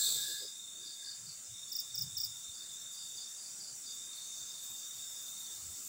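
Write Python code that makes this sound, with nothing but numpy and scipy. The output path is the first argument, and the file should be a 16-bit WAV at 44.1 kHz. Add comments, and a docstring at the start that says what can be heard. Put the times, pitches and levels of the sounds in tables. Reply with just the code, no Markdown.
"""Countless far insects merge into a high hiss at the edge of a wood by night, heard on a hand-held camera.
The hiss is noise in unevenly swelling bands, louder and brighter in an opening that fades in about half a second.
Tree crickets trill falling notes, and far crickets answer from the trees as scattered tones.
A field cricket chirps three times close by, in falling tones with a flaring third harmonic.
Thin rising rasps of sliding noise crowd towards the end; handling bumps and night air lie underneath."""
import sys
import numpy as np
from scipy import signal
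from scipy.fft import rfft, irfft
from scipy.io import wavfile
from scipy.ndimage import uniform_filter1d

SR = 44100
rng = np.random.default_rng(int(sys.argv[2]) if len(sys.argv) > 2 else 0)


def store_pcm(level_fs):
    """Save levels as 16-bit WAV."""
    pcm = np.round(np.clip(level_fs, -1, 1) * 32767).astype(np.int16)
    wavfile.write(sys.argv[1], SR, np.atleast_2d(pcm).T)


N = 259704
T = np.arange(N) / SR
FRAME, HOP = 1024, 256  # samples in the short-time spectra of the hisses
BIN_HZ = np.fft.rfftfreq(FRAME, 1 / SR)


def gain_of(db):
    """Decibels to amplitude."""
    return 10 ** (np.asarray(db) / 20)


def evened(x):
    """Scales to an rms of 1."""
    return x / np.sqrt(np.mean(x ** 2) + 1e-20)


def level(curve):
    """Gain at every sample, straight in dB between rows of (t/s, level/dB)."""
    return gain_of(np.interp(T, *np.transpose(curve)))


def swell(start, end, db, rise_s, fall_db_per_s):
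    """Gain at every sample: rises until start, holds until end, then dies away."""
    rise = np.clip(1 + (T - start) / rise_s, 0, 1)
    return rise * gain_of(db - fall_db_per_s * np.maximum(T - end, 0))


def add(mix, s, sound):
    """Mixes a sound in at time s, or at the very start if s is negative."""
    part = mix[max(round(s * SR), 0):][:len(sound)]
    part += sound[:len(part)]


def band(hz, width_hz):
    """Noise of rms 1 in one bell-shaped band."""
    bell = np.exp(-((np.fft.rfftfreq(N, 1 / SR) - hz) / width_hz) ** 2)
    return evened(irfft(rfft(rng.standard_normal(N)) * bell, N))


def drift(width_hz):
    """Slow chance of rms 1: noise kept to the lowest frequencies."""
    return band(0, width_hz)


def hiss(spectrum, patchy_db):
    """Many far voices merged: noise of rms 1 whose narrow bands swell and sink on their own."""
    real, imaginary, patches = rng.standard_normal((N // HOP + 5, len(BIN_HZ), 3)).T
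    for _ in range(2):  # smooth over neighbouring bands, then over time
        patches = uniform_filter1d(patches, size=4, axis=0)
        patches = evened(uniform_filter1d(patches, size=11, axis=1))
    f, db = np.transpose(spectrum)
    colour = np.interp(np.log(BIN_HZ + 1), np.log(f), db, left=-70)
    bins = (real + 1j * imaginary) * gain_of(colour[:, None] + patchy_db * patches)
    return evened(signal.istft(bins, nperseg=FRAME, noverlap=FRAME - HOP)[1][:N])


def wood(x, t60, count=500):
    """Scatter from trunks and leaves: sparse echoes that die away by 60 dB in t60 seconds."""
    delay = rng.uniform(.003, .45, count)
    echo = rng.choice([-1, 1], count) * gain_of(-60 * delay / t60)
    taps = np.zeros(SR // 2)
    np.add.at(taps, (delay * SR).astype(int), echo)
    return signal.fftconvolve(x, taps / np.linalg.norm(taps))[:N]


def opening_gain():
    """Gain of the loud opening: an early peak, an even fade in dB and a stop."""
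    peak_s, end_s, stop_s = 0.068, 0.55, 0.18
    stop = np.clip((end_s - T) / stop_s, 0, 1)
    return stop * swell(peak_s, peak_s, db=-31.5, rise_s=0.47, fall_db_per_s=32.5)


def far_chorus():
    """Far insects merge into a hiss that grows slowly louder, most uneven where few voices sing."""
    # how the distant hiss spreads over pitch: (f/Hz, relative level/dB per Hz)
    chorus_spectrum = [(3000, -52), (4150, -19.5), (5050, -17), (5700, -6), (6300, -7.5), (7000, -1.5),
                       (7500, -0.5), (8300, -7), (9300, -13.5), (10300, -18), (10950, -14), (11500, -27),
                       (13500, -27), (15300, -16)]
    # how unevenly its bands swell: (f/Hz, spread/dB)
    patchiness = [(4000, 4), (5000, 5), (5700, 2.4), (7500, 1.1), (8700, 1.6), (10000, 3.3), (11500, 2.6),
                  (15000, 1.3)]
    start_db, growth_db_per_s = -49.77, 0.74
    spread_db = np.interp(BIN_HZ, *np.transpose(patchiness))[:, None]
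    return hiss(chorus_spectrum, spread_db) * gain_of(start_db + growth_db_per_s * T)


def opening_chorus(treble_fade=0.16):
    """The louder, brighter hiss of the opening: it flutters finely and its treble fades faster than its body."""
    # how the opening hiss spreads over pitch: (f/Hz, relative level/dB per Hz)
    opening_spectrum = [(2900, -40), (3500, -5.5), (4400, -5), (5400, -14), (6000, -10), (6800, -12),
                        (7400, -1.5), (7900, -1), (8500, -7), (9200, -19), (10800, -13.5), (13000, -17.5),
                        (14800, -8.5), (15800, -10)]
    bright = hiss(opening_spectrum, patchy_db=2.0) * (1 + 0.049 * drift(110))
    fade = opening_gain()
    body = signal.sosfiltfilt(signal.butter(4, 9000, fs=SR, output="sos"), bright)
    treble = (bright - body) * (fade / fade.max()) ** treble_fade
    return fade * (body + treble)


def night_air():
    """Quiet broad noise of the open night, growing slowly and louder during the opening fade."""
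    # how the air noise spreads over pitch: (f/Hz, relative level/dB per Hz)
    air_spectrum = [(25, -25), (52, -35), (85, -2.5), (140, 1.5), (220, -1.5), (450, -6), (1000, -6.5),
                    (1400, -2), (1900, -7), (3000, -5), (4200, -6.5), (12000, -24.5)]
    start_db, growth_db_per_s = -66, 0.6442
    opening_db = -25.5  # against the opening hiss
    gain = np.hypot(gain_of(start_db + growth_db_per_s * T), gain_of(opening_db) * opening_gain())
    return hiss(air_spectrum, patchy_db=2.0) * gain


def trill_gain():
    """Bouts that set in quickly and break off into a weaker, unsteady trill; louder during the opening fade."""
    # bouts of the trill: (full from t/s, end t/s, level/dB)
    trill_bouts = [(0, 1.084, -52.5), (1.557, 3.29, -53), (3.9, 5.517, -52.5), (5.71, 5.72, -62)]
    rise_s, fall_db_per_s = 0.094, 83
    linger_db, linger_fall_db_per_s = -9, 15  # against the bout
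    opening_db = -8.5  # against the opening hiss
    power = (gain_of(opening_db) * opening_gain()) ** 2
    flutter = gain_of(-0.5 * drift(28))
    for start, end, db in trill_bouts:
        bout = swell(start, end, db, rise_s, fall_db_per_s)
        linger = flutter * swell(start, end, db + linger_db, rise_s, linger_fall_db_per_s)
        power = power + np.maximum(bout, linger) ** 2
    return np.sqrt(power)


def tree_crickets(glide_hz=340, waver_hz=40):
    """Each singer repeats a short falling note; echoes fill the gaps and beat with it."""
    # the trilling singers: (middle pitch f/Hz, strokes per s, relative level/dB)
    trill_singers = [(3640, 24.2, -1.5), (3594, 29, -6.5), (3694, 22.6, -7)]
    out = np.zeros(N)
    for hz, per_s, db in trill_singers:
        cycle = np.cumsum(per_s * (1 + .02 * drift(3))) / SR % 1 - .5
        pitch = hz - glide_hz * cycle + waver_hz * drift(58.8)
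        contact = np.exp(-(cycle / .1) ** 2)
        song = contact * np.sin(2 * np.pi * np.cumsum(pitch) / SR)
        out += gain_of(db) * (gain_of(-8) * evened(song) + evened(wood(song, t60=0.43)))
    steady = out / np.sqrt(uniform_filter1d(out ** 2, size=8000))  # they sing with even effort
    return steady * trill_gain()


def far_low_calls():
    """A few far, low calls: a narrow band of noise that swells and dies away."""
    # the low calls: (full from t/s, end t/s, level/dB)
    call_times = [(0, .05, -57), (.22, .37, -56), (0.836, 1, -74), (1.08, 1.078, -61)]
    gain = sum(swell(start, end, db, rise_s=.07, fall_db_per_s=160) for start, end, db in call_times)
    return band(hz=1656, width_hz=77) * gain


def handling(width_share=0.34):
    """Dull puffs of band noise as the hand shifts on the camera."""
    # soft bumps and scuffs: (middle t/s, level/dB, centre f/Hz, length/s)
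    hand_bumps = [(.08, -69, 420, .26), (.151, -67, 133, .28), (0.303, -65, 420, .09),
                  (.436, -61.5, 467, .091), (0.821, -74.5, 346, .24), (1.262, -67.5, 140, .22),
                  (1.518, -65, 106, 0.093), (2.038, -56, 142.6, 0.1495), (2.121, -65.5, 107, .68),
                  (2.5, -66, 84, 0.052), (5.65, -66, 88, .29)]
    out = np.zeros(N)
    for s, db, hz, length in hand_bumps:
        size = int(length * SR)
        puff = evened(band(hz, width_share * hz)[:size] * signal.windows.tukey(size, .8))
        add(out, s - length / 2, gain_of(db) * puff)
    return out


def faint_chirps(spread_s=.015, spread_db=1.5, spread_hz=120, count=9):
    """A loosely regular run of long chirps growing fainter: rows of (t/s, level/dB before trim, f/Hz, strokes)."""
    from_s, gap_s = 4.1, .205
    start_db, fade_db_per_s, middle_hz = -57, 2.5, 4720
    rows = []
    for k, (late, loud, high) in enumerate(rng.standard_normal((count, 3))):
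        s = k * gap_s + spread_s * late
        db = start_db - fade_db_per_s * s + spread_db * loud
        rows.append((from_s + s, db, middle_hz + spread_hz * high, 4))
    return rows


def far_crickets(stroke_gap=.036, stroke_s=0.0204, glide_hz=1300, trim_db=8.0, lead_db=-11):
    """Chirps from afar: the overtones are lost and only scatter arrives, new for each stroke."""
    # clear chirps among the trees: (first full stroke t/s, level/dB before trim, middle pitch f/Hz, strokes)
    clear_chirps = [(.005, -41.5, 4350, 3), (.21, -49, 4950, 3), (.37, -47, 4910, 3),
                    (.842, -46.5, 4660, 2), (1.028, -46.5, 4660, 3), (1.248, -48.5, 4600, 2),
                    (2.53, -53, 4690, 3), (2.925, -51, 4770, 3), (3.16, -47.5, 4740, 2),
                    (3.371, -50.5, 4760, 3), (3.59, -50, 4730, 3), (3.85, -48.5, 4770, 2)]
    out = np.zeros(N)
    t = np.arange(0, stroke_s, 1 / SR)
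    for s, db, hz, count in [*clear_chirps, *faint_chirps()]:
        pitch = hz - glide_hz * (t / stroke_s - .5)
        tone = np.hanning(len(t)) * np.sin(2 * np.pi * np.cumsum(pitch) / SR)
        for k in range(-1, round(count)):  # one soft stroke leads in
            stroke_gain = gain_of(db + lead_db * (k < 0))
            add(out, s + k * stroke_gap, stroke_gain * wood(tone, t60=0.32, count=1200))
    return gain_of(trim_db) * out


def rasps(length=.05, start_hz=12100, rise_hz=3700, trim_db=-2, faint_per_s=8, spread_db=4):
    """Small bush crickets scrape: bands of noise that slide upwards, blurred by the leaves."""
    # the clearest rasps: (t/s, level/dB before trim)
    clear_rasps = [(3.07, -60), (4.355, -60), (4.61, -53), (4.68, -55), (5.2, -55), (5.385, -55),
                   (5.83, -52)]
    faint_db, growth_db_per_s = -70, 2  # before trim
    out = np.zeros(N)
    t = np.arange(0, length, 1 / SR)
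    grit = band(0, width_hz=1000)
    pitch = start_hz + rise_hz * t / length
    slide = np.sin(2 * np.pi * np.cumsum(pitch) / SR) * signal.windows.tukey(len(t), .2)
    # faint ones come at random and grow louder
    faint_s = np.cumsum(rng.uniform(.5, 1.5, 80)) / faint_per_s
    faint_levels = faint_db + growth_db_per_s * faint_s + spread_db * rng.uniform(-1.1, 1, len(faint_s))
    for s, db in [*clear_rasps, *zip(faint_s, faint_levels)]:
        scrape = evened(slide * grit[rng.integers(N // 2):][:len(t)])
        add(out, s, gain_of(db + trim_db) * wood(scrape, t60=0.18, count=1500))
    return out


def fizz():
    """A very high hiss that goes with the rasps and grows with them."""
    # how the fizz spreads over pitch: (f/Hz, relative level/dB per Hz)
    fizz_spectrum = [(9000, -21), (11800, -5), (13500, -26), (14500, 2), (15400, 1), (16000, -2)]
    # its growth: (t/s, level/dB)
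    fizz_levels = [(0, -79), (2.7, -73), (4.1, -69), (4.7, -56), (5.89, -53)]
    return hiss(fizz_spectrum, patchy_db=0.5) * level(fizz_levels)


def stroke(second_db=-28, third_db=0, shrill_hz=15500, shrill_width_hz=1000, bite_db=1.5):
    """The scraper runs along the file once: a falling tone whose third harmonic flares in a high resonance."""
    # the scraper catches twice more as the wings close: (t/s from the stroke's start, mean level/dB)
    wing_catches = [(.0136, -5), (.0177, -1)]
    start_hz, floor_hz, slowing_s = 5950, 4620, .0118  # the wings slow down, so the pitch sinks
    stroke_s, push_s, ease_db_per_s, catch_s = 0.023, 0.0055, 1650, .0009
    t = np.arange(0, stroke_s, 1 / SR)
    pitch = (floor_hz + (start_hz - floor_hz) * np.exp(-t / slowing_s)) * rng.normal(1, 0.0039)
    # the first push swells and eases off
    pressure = np.sin(np.pi / 2 * np.minimum(t / push_s, 1))
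    pressure = pressure * gain_of(-ease_db_per_s * np.maximum(t - push_s, 0))
    for s, db in wing_catches:  # no two strokes bite alike
        bite = gain_of(db + bite_db * rng.standard_normal())
        pressure = pressure + bite * np.exp(-((t - s) / catch_s) ** 2)
    phase = 2 * np.pi * np.cumsum(pitch) / SR
    flare = np.exp(-((3 * pitch - shrill_hz) / shrill_width_hz) ** 2)
    tone = np.sin(phase) + gain_of(second_db) * np.sin(2 * phase)
    tone = tone + gain_of(third_db) * flare * np.sin(3 * phase)
    return pressure * signal.windows.tukey(len(t), .1) * tone


def near_cricket(wood_db=-13):
    """Close chirps of clean strokes that gain strength, their early echoes and a short tail from the trees."""
    # the close chirps: (t/s, strokes, gap between strokes/s, first stroke against full strength/dB)
    close_chirps = [(1.6802, 4, .0356, -19), (1.943, 3, 0.033, -4.5), (2.167, 3, .0327, -1.7)]
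    # echoes from the ground and near trunks: (delay t/s, level/dB against the direct sound)
    early_echoes = [(.0065, -14), (0.0094, -12), (0.0174, -11.5)]
    full_db, warm_up = -29, 0.28  # warm_up: share of the softness left from one stroke to the next
    direct = np.zeros(N)
    for s, count, gap, soft_db in close_chirps:
        for k in range(round(count)):
            add(direct, s + k * gap, gain_of(full_db + soft_db * warm_up ** k) * stroke())
    out = direct + gain_of(wood_db) * wood(direct, t60=0.66)
    for delay, db in early_echoes:
        add(out, delay, gain_of(db) * direct)
    return out


def far_buzz():
    """One brief far buzz: a band of high noise that swells and breaks off."""
    return band(hz=6330, width_hz=240) * swell(4.26, 4.5, db=-53, rise_s=.05, fall_db_per_s=250)


def scene():
    """All the insects, near and far, over the quiet night air and the handling."""
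    hisses = far_chorus() + opening_chorus() + night_air()
    crickets = tree_crickets() + far_crickets() + near_cricket()
    thin_voices = far_low_calls() + rasps() + fizz() + far_buzz()
    return (hisses + crickets + thin_voices + handling())[None]


def record(dry):
    """The recorder's band limit: a steep low-pass."""
    edge_hz = 15780
    low_pass = signal.firwin(701, edge_hz, window=("kaiser", 9), fs=SR)
    return signal.oaconvolve(dry, low_pass[None], "same")


dry = scene()
out = record(dry)
store_pcm(out)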